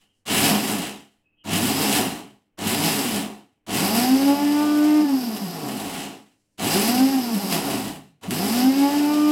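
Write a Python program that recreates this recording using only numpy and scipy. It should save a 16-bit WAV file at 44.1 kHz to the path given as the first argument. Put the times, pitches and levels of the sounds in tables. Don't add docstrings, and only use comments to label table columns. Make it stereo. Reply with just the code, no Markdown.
import sys
import numpy as np
from scipy import signal
from scipy.fft import rfft, irfft
from scipy.io import wavfile
from scipy.ndimage import uniform_filter1d

SR = 44100
rng = np.random.default_rng(int(sys.argv[2]) if len(sys.argv) > 2 else 0)


def log_audio(samples):
    frames = np.atleast_2d(samples).T
    limited = np.clip(frames, -1, 1)
    pcm = np.round(limited * 32767).astype(np.int16)
    wavfile.write(sys.argv[1], SR, pcm)


def amplitude_ratio(level_db):
    exponent = np.asarray(level_db, float) / 20
    return 10 ** exponent


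N = 410571
FULL_HZ = 300


def unit(x):
    return x / np.sqrt(np.mean(x ** 2))


def modes(x, table):
    out = 0
    for k, (hz, width_hz, db) in enumerate(table):
        out = out + (-1) ** k * amplitude_ratio(db) * signal.lfilter(*signal.iirpeak(hz, hz / width_hz, SR), x)
    return out


def colour(x, table):
    hz, db = np.transpose(table)
    grid_hz = np.arange(2049) * SR / 4096
    log_gain = np.log(amplitude_ratio(np.interp(np.log(grid_hz + 1), np.log(hz), db)))
    fold = irfft(log_gain)[:2049] * np.r_[1, np.full(2047, 2), 1]
    response = irfft(np.exp(rfft(fold, 4096)))
    return signal.oaconvolve(x, response[None], axes=1)[:, :N]


def hits(per_s, spread_db):
    when, size, sign = rng.random((3, N))
    return (when < per_s / SR) * amplitude_ratio(-spread_db * np.log(size + 0.0016)) * np.sign(sign - .5)


def walk(rate_hz):
    k = int(SR / rate_hz)
    return unit(uniform_filter1d(uniform_filter1d(rng.standard_normal(N), k), k))


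def by_speed(hz, table):
    speed_hz, *columns = np.transpose(table)
    return [np.interp(hz, speed_hz, c) for c in columns]


def pair(length):
    alike_hz = 660
    mid, left, right = rng.standard_normal((3, length))
    low, high = (signal.butter(2, alike_hz, kind, fs=SR) for kind in ("low", "high"))
    bass = signal.lfilter(*low, mid + 0.25 * np.array([left, -left]))
    return bass + signal.lfilter(*high, [left, right])


def room(x):
    t60_s, treble_t60_s, echo_db, direct = 0.23, 0.14, 3, 1
    t = np.arange(SR // 3) / SR
    echoes = pair(len(t))
    bass = signal.lfilter(*signal.butter(1, 2500, fs=SR), echoes)
    bass_fade, treble_fade = (np.exp(-np.log(1000) * t / s) for s in (t60_s, treble_t60_s))
    tail = (bass * bass_fade + (echoes - bass) * treble_fade) * (t > .002)
    tail *= amplitude_ratio(echo_db) / np.sqrt(np.sum(tail ** 2) / 2)
    tail[[0, 1], rng.integers(14, size=2)] = direct
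    return signal.oaconvolve(x[None], tail, axes=1)[:, :N]


def scatter(x, count=3):
    place = rng.integers(count, size=N)
    return sum(room(x * (place == k)) for k in range(count))


# resonance in Hz, width in Hz, level in dB.
SQUEAK_MODES = [
    [(2530, 100, -1.5), (2580, 150, 2)],
    [(2800, 150, 4.5), (2980, 200, 6), (3200, 150, 5.5)],
]
# start in seconds, length in seconds, low squeak in dB, high squeak in dB.
CREAKS = [
    (0, 0.027, -76, -67),
    (.04, .11, -87, -69.5),
    (1.235, 0.11, -63.5, -100),
    (1.365, .075, -74, -60.5),
]


def creak():
    edge_s = 0.018
    t = np.arange(N) / SR
    slips = hits(3000, 2.5) * amplitude_ratio(3.0 * walk(60))
    grip = 0
    for start_s, length_s, *db in CREAKS:
        inside_s = np.minimum(t - start_s, start_s + length_s - t)
        grip = grip + np.outer(amplitude_ratio(np.array(db)), np.clip(inside_s / edge_s + .5, 0, 1))
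    return sum(g * unit(modes(modes(slips, m), m)) for g, m in zip(grip, SQUEAK_MODES))


# start in seconds, length in seconds, level in dB.
RUSTLES = [
    (-.05, 0.3, -76),
    (6.25, 0.39, -74),
]


def rustle():
    band_hz = 4100, 10000
    t = np.arange(N) / SR
    brush = 0
    for start_s, length_s, db in RUSTLES:
        brush = brush + amplitude_ratio(db) * np.sin(np.pi * np.clip((t - start_s) / length_s, 0, 1)) ** .5
    cloth = unit(signal.lfilter(*signal.butter(2, band_hz, "band", fs=SR), pair(N)))
    return brush * amplitude_ratio(2.0 * walk(25)) * cloth


# frequency in Hz, level in dB per Hz.
AIR_SPECTRUM = [(15, -45.5), (25, -24), (76, -8), (211, -8.5), (603, -16), (1150, -24.5), (3050, -21.5),
                (3780, -48.5), (15800, -40)]
# frequency in Hz, level in dB.
FRIDGE_HUM = [(100, -82), (200, -85.5), (300, -79)]


def kitchen():
    air_db = -75
    t = np.arange(N) / SR
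    hum = sum(amplitude_ratio(db + 2.5 * walk(6)) * np.sin(2 * np.pi * hz * t) for hz, db in FRIDGE_HUM)
    return amplitude_ratio(air_db) * unit(colour(pair(N), AIR_SPECTRUM)) + hum


# on in seconds, off in seconds, speed it heads for in Hz,
# braking by the food in Hz per second, blade jammed in seconds.
PULSES = [
    (0.253, 0.502, 233.4, 191, 0.0053),
    (1.438, 1.8, 194.8, 170, .005),
    (2.573, 2.853, 228, 165, 0.0047),
    (3.663, 5.015, 305, 155, .005),
    (6.574, 7.122, 305.6, 150, .005),
    (8.21, 9.403, 307.8, 150, 0.027),
]


def speed():
    run_up_s, run_up_shape, drag_per_s = .19, .78, .45
    t, hz = np.arange(N) / SR, np.full(N, 5.)
    for on_s, off_s, top_hz, brake_hz_per_s, jam_s in PULSES:
        driven_s = np.clip(np.minimum(t, off_s) - on_s - jam_s, 0, None)
        reached_hz = top_hz * (1 - np.exp(-(driven_s / run_up_s) ** run_up_shape))
        drag = np.exp(-drag_per_s * np.clip(t - off_s, 0, None))
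        hz = np.maximum(hz, reached_hz * drag - brake_hz_per_s / drag_per_s * (1 - drag))
    return hz


# time in seconds, rattle in dB.
SHORT_LOADS = [
    [(0.3, -23), (0.46, -23.5), (0.604, -34), (0.632, -30.5), (0.87, -38), (1.0, -55)],
    [(1.5, -31), (1.522, -27.5), (1.848, -29.5), (1.978, -26), (2.084, -35.5), (2.18, -44.5)],
    [(2.64, -32.5), (2.696, -25), (2.824, -30), (2.836, -26.5), (3.176, -32.5), (3.33, -50.5)],
]
# time in seconds, rattle in dB.
LONG_LOADS = [
    [(3.72, -30), (3.77, -27.5), (3.94, -33.5), (3.95, -28), (4.1, -36), (4.62, -38), (5.5, -46),
     (5.98, -37), (6.13, -46)],
    [(6.63, -31), (6.74, -27.5), (7.216, -41), (7.492, -37.5), (7.514, -28), (7.632, -38.5), (7.652, -34.5),
     (7.884, -38), (8.0, -56)],
    [(8.24, -36.5), (8.266, -43.5), (8.298, -45), (8.31, -35), (8.608, -33), (8.712, -39.5), (8.874, -37),
     (9.3, -38), (9.31, -37)],
]


def load():
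    trim_db, usual_db, settle_db_per_s, earlier_db = -1, -32.5, 147, -67
    jolt_share, jolt_s, bite_s = 0.14, .003, 0.036
    t = np.arange(N) / SR
    food_db, jolt = np.full(N, 1. * usual_db), np.zeros(N)
    rattle = amplitude_ratio(earlier_db - settle_db_per_s * t)
    for (on_s, *_), curve in zip(PULSES, SHORT_LOADS + LONG_LOADS):
        s, db = np.transpose(curve)
        started = t >= on_s
        since_s = np.clip(t - on_s, 0, None)
        food_db[started] = np.interp(t[started], s, db + trim_db)
        bite = 1 - np.exp(-(since_s / bite_s) ** 2)
        grip = jolt_share * (1 - np.exp(-since_s / jolt_s)) + (1 - jolt_share) * bite
        settle_db = settle_db_per_s * np.clip(t - s[-1], 0, None)
        rattle = np.where(started, grip * amplitude_ratio(food_db - settle_db), rattle)
        jolt += started * np.exp(-since_s / bite_s)
    return np.maximum(food_db - usual_db, -12), rattle, jolt


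# resonance in Hz, width in Hz, level in dB.
BASE_MODES = [(48, 10, -24), (117, 8.2, -13.5), (139, 24, -12), (210, 8.4, 3.5), (261.2, 22.7, 7),
              (275.4, 44.7, 4.5), (369.6, 31, -3.5), (435.7, 26.7, -5), (560, 100, -11.5), (676, 60, -5.5),
              (729, 80, -5), (828.6, 29.5, -3), (882, 60, -8.5), (992, 344, -11.5)]
# resonance in Hz, width in Hz, level in dB.
JAR_MODES = [(1930, 300, -17), (2760, 203, 7.5), (2998, 110, -2), (4180, 33, -1.5)]
# resonance in Hz, width in Hz, level in dB.
BELL_MODES = [(2905, 22, -5), (2975, 14, -2), (3040, 12, 0), (3100, 16, -1), (3180, 22, -5)]
# resonance or band centre in
# Hz, width in Hz, level in dB.
RING_MODES = [(4470, 58, -10), (4980, 580, 4), (6300, 370, -18.5), (11850, 630, -0.5)]
# resonance in Hz, width in Hz, level in dB.
GRIT_MODES = [(7800, 790, 1.5), (9970, 1100, 1), (11500, 760, 1), (15200, 4200, -7.5)]
# frequency in Hz, level in dB per Hz.
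SPRAY_SPECTRUM = [(24, -81), (40, -55.5), (101, -11.5), (268, -6.5), (539, -28), (805, -13), (1230, -9.5),
                  (3030, -3.5), (6580, -11), (7840, -10), (15800, -37.5)]
# time in seconds, peak in
# dB, thump relative to it in dB.
CHUNKS = [(0.4325, -6.5, -13), (0.4421, -3, -16.5), (0.5063, -10.5, 3), (0.5543, -12, -2.5),
          (1.452, -31.5, 12.5), (1.9826, -13, -8), (2.5899, -18.5, -0.5), (2.6755, -10, -14),
          (3.6654, -32.5, 5), (3.683, -27, 14), (3.953, -24.5, -10), (5.3644, -17, -7),
          (5.7994, -18, -11.5), (5.898, -18, -4), (6.0204, -33, -5.5), (6.5823, -26.5, -1),
          (6.5964, -16.5, 4), (6.8763, -5.5, -10.5), (7.3467, -15.5, -11.5), (8.3081, -9, -11.5)]
# time in seconds, half length in seconds, thud in dB.
TUMBLES = [
    (.53, .06, 4),
    (.72, .05, 2),
    (1.1, 0.11, -4),
    (2.0, .08, 3),
    (2.25, 0.087, 1.5),
    (3.3, 0.15, 2.5),
    (5.65, 0.098, 3),
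    (7.68, 0.09, 4),
    (8.1, 0.12, -3),
]
# shaft in Hz, then relative dB of thud, deep thud, fine grit, housing.
WHIRL = [(5, -8, 3.5, -6, -15.5), (50.3, -4, 3.5, -7.5, -22.5), (101, -1, 7, -0.5, -3.5),
         (160, 2, -1, -1, 4.5), (215, 4.5, -1, 2, 7), (247, 3, -1, -0.5, 8), (305, 1.5, -11, -4, 2)]


def chopping(turn, hz):
    thud_steady, ring_steady = 0.45, 0.3
    jolt_thud_db, bell_db, bell_fade_db_per_s = 15.5, 18, 1.5
    t = np.arange(N) / SR
    surplus_db, rattle, jolt = load()
    thud_db, deep_db, grit_db, ring_db = by_speed(hz, WHIRL)
    thud_db = thud_db - thud_steady * surplus_db + jolt_thud_db * jolt
    ring_db = ring_db - ring_steady * surplus_db
    for at_s, half_s, db in TUMBLES:
        thud_db += db * np.exp(-((t - at_s) / half_s) ** 2)
    gust = rattle * amplitude_ratio(0.64 * walk(11)) * (1 + 0.25 * np.cos(turn))
    tumble = np.clip(1.1 - np.gradient(turn) * SR / (2 * np.pi * FULL_HZ), 0, 1)

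    bits = unit(hits(6000, 4.06))
    at_s, chunk_db, thump_db = np.transpose(CHUNKS)
    at = (at_s * SR).astype(int)
    chunks, thumps = np.zeros((2, N))
    chunks[at] = -amplitude_ratio(chunk_db + 5.5)
    thumps[at] = -amplitude_ratio(chunk_db + thump_db)
    struck = gust * bits + chunks

    whole = amplitude_ratio(-bell_fade_db_per_s * t)
    fine = scatter(struck)
    jar = modes(fine, JAR_MODES) * amplitude_ratio(7.5)
    jar += modes(fine * tumble ** 2 * whole, BELL_MODES) * amplitude_ratio(bell_db)
    jar += colour(fine, SPRAY_SPECTRUM) * amplitude_ratio(12.0)
    ring = modes(scatter(gust * amplitude_ratio(ring_db) * unit(hits(8000, 4))), RING_MODES) * amplitude_ratio(3.0)
    grit = modes(scatter(struck * amplitude_ratio(grit_db)), GRIT_MODES) * amplitude_ratio(5.5)

    new_turn = np.diff(turn // (2 * np.pi), prepend=0)
    knock = unit(new_turn * amplitude_ratio(2.54 * rng.standard_normal(N)))
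    falling = tumble * (0.71 * bits + 0.92 * unit(hits(500, 2.5)))
    shaken = scatter(gust * amplitude_ratio(thud_db) * (falling + 0.58 * knock) + 2.4 * thumps)
    base = amplitude_ratio(deep_db) * modes(shaken, BASE_MODES[:3]) - modes(shaken, BASE_MODES[3:])
    return jar + ring + grit + base * amplitude_ratio(20.0)


# multiple of shaft speed, level in dB at full speed.
ORDERS = [(4, -41), (5, -46), (6, -43), (7, -49), (8, -47), (9, -49), (10, -48), (11, -50)]
# multiple of shaft speed, level in dB.
MAINS_SHAKE = [(0, -42), (1, -51), (2, -46)]
# shaft in Hz, tone in dB, second multiple in dB, third in dB.
UNBALANCE = [(30, -84.5, -80, -75), (97, -41, -30.5, -36), (150, -37, -39.5, -44),
             (200, -28.5, -41.5, -47.5), (246.4, -20, -46.5, -39), (266, -10.5, -41, -32.5),
             (284, -13.5, -29, -31), (295, -12.5, -41, -28.5), (305, -13.5, -38, -43.5)]
COAST_DB = -13, -10.5, -4.5
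# centre in Hz, half width in Hz, left in dB, right in dB.
STANDING_WAVES = [(212.5, 6.4, 10, 8.5), (230, 2.7, 1.5, -5.5), (250.3, 5.8, -4, -15), (266.7, 5.4, 4, 7),
                  (271.2, 2.3, -13.5, -8), (271.3, 2.6, -5, -33), (286.3, 1.1, -21, -30.5),
                  (303, 1.8, 4.5, -1.5), (296.1, 3.4, -3, -7.5)]


def shaft(hz):
    mains_hz, tone_pan_db, build_up_s = 100, 0, 0.046
    slots, slot_db, slot_peak_hz, slot_width_hz = 12, -44, 200, 25
    chopped_db_per_s = .8
    t = np.arange(N) / SR
    tone_db, second_db, third_db = by_speed(hz, UNBALANCE)
    turn = 2 * np.pi * np.cumsum(hz * (1 + 0.0037 * walk(27))) / SR
    switch = sum((t > on_s) & (t < off_s) for on_s, off_s, *_ in PULSES)
    held = signal.lfilter(*signal.butter(1, 6.0, fs=SR), switch)
    force = (hz / FULL_HZ) ** 2.0 * (.3 + .7 * held)
    coast_second_db, coast_third_db, coast_tone_db = COAST_DB
    second_db = second_db + coast_second_db * (1 - held)
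    third_db = third_db + coast_third_db * (1 - held)

    standing_db = 0
    for centre_hz, half_hz, *db in STANDING_WAVES:
        standing_db = standing_db + np.outer(db, 1 / (1 + ((hz - centre_hz) / half_hz) ** 2))
    pan_db = np.array([[tone_pan_db], [-tone_pan_db]]) / 2
    standing = uniform_filter1d(amplitude_ratio(standing_db + pan_db), int(build_up_s * SR))

    loose = np.clip(1.15 - held * hz / FULL_HZ, 0, 1)
    lines = amplitude_ratio(second_db + (1.5 + 4.0 * loose) * walk(30)) * np.sin(2 * turn)
    lines += amplitude_ratio(third_db + (.7 + 4.0 * loose) * walk(30)) * np.sin(3 * turn)
    for k, db in ORDERS:
        lines += force * amplitude_ratio(db + 2.5 * walk(8)) * np.sin(k * turn + .2 * walk(20))

    slot_gain = np.exp(-((hz - slot_peak_hz) / slot_width_hz) ** 2) * amplitude_ratio(slot_db + 4 * walk(20))
    lines += held * slot_gain * np.sin(slots * turn)
    current = np.clip(1.25 - hz / FULL_HZ, 0, 1)
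    hum_force = 2 * held * current ** 1.6 * amplitude_ratio(-chopped_db_per_s * t)
    for k, db in MAINS_SHAKE:
        strength = force if k else hum_force
        lines += held * amplitude_ratio(db + 1.1 * walk(9)) * strength * np.sin(k * turn + 2 * np.pi * mains_hz * t)

    tone_gain = amplitude_ratio(tone_db + coast_tone_db * (1 - held) + 2.5 * loose * walk(35))
    tone = standing * tone_gain * np.sin(turn + .7 * loose ** 2 * walk(30))
    tone = signal.lfilter(*signal.butter(3, 85, "high", fs=SR), tone)
    return np.sqrt(2) * tone, np.sqrt(2) * lines, turn


def scene():
    hz = speed()
    tone, lines, turn = shaft(hz)
    echoing = room(0.55 * lines + 0.045 * tone.mean(axis=0) + creak())
    return echoing + rustle() + kitchen() + chopping(turn, hz) + tone + 0.56 * lines


def roll_off(x):
    return signal.sosfilt(signal.butter(12, 15940, fs=SR, output="sos"), x)


def record(dry):
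    top_hz = 15900
    cut = signal.ellip(8, .2, 60, top_hz, fs=SR, output="sos")
    mix = signal.sosfilt(cut, np.tanh(0.59 * dry) / 0.62)
    return roll_off(mix)


dry = scene()
out = record(dry)
log_audio(out)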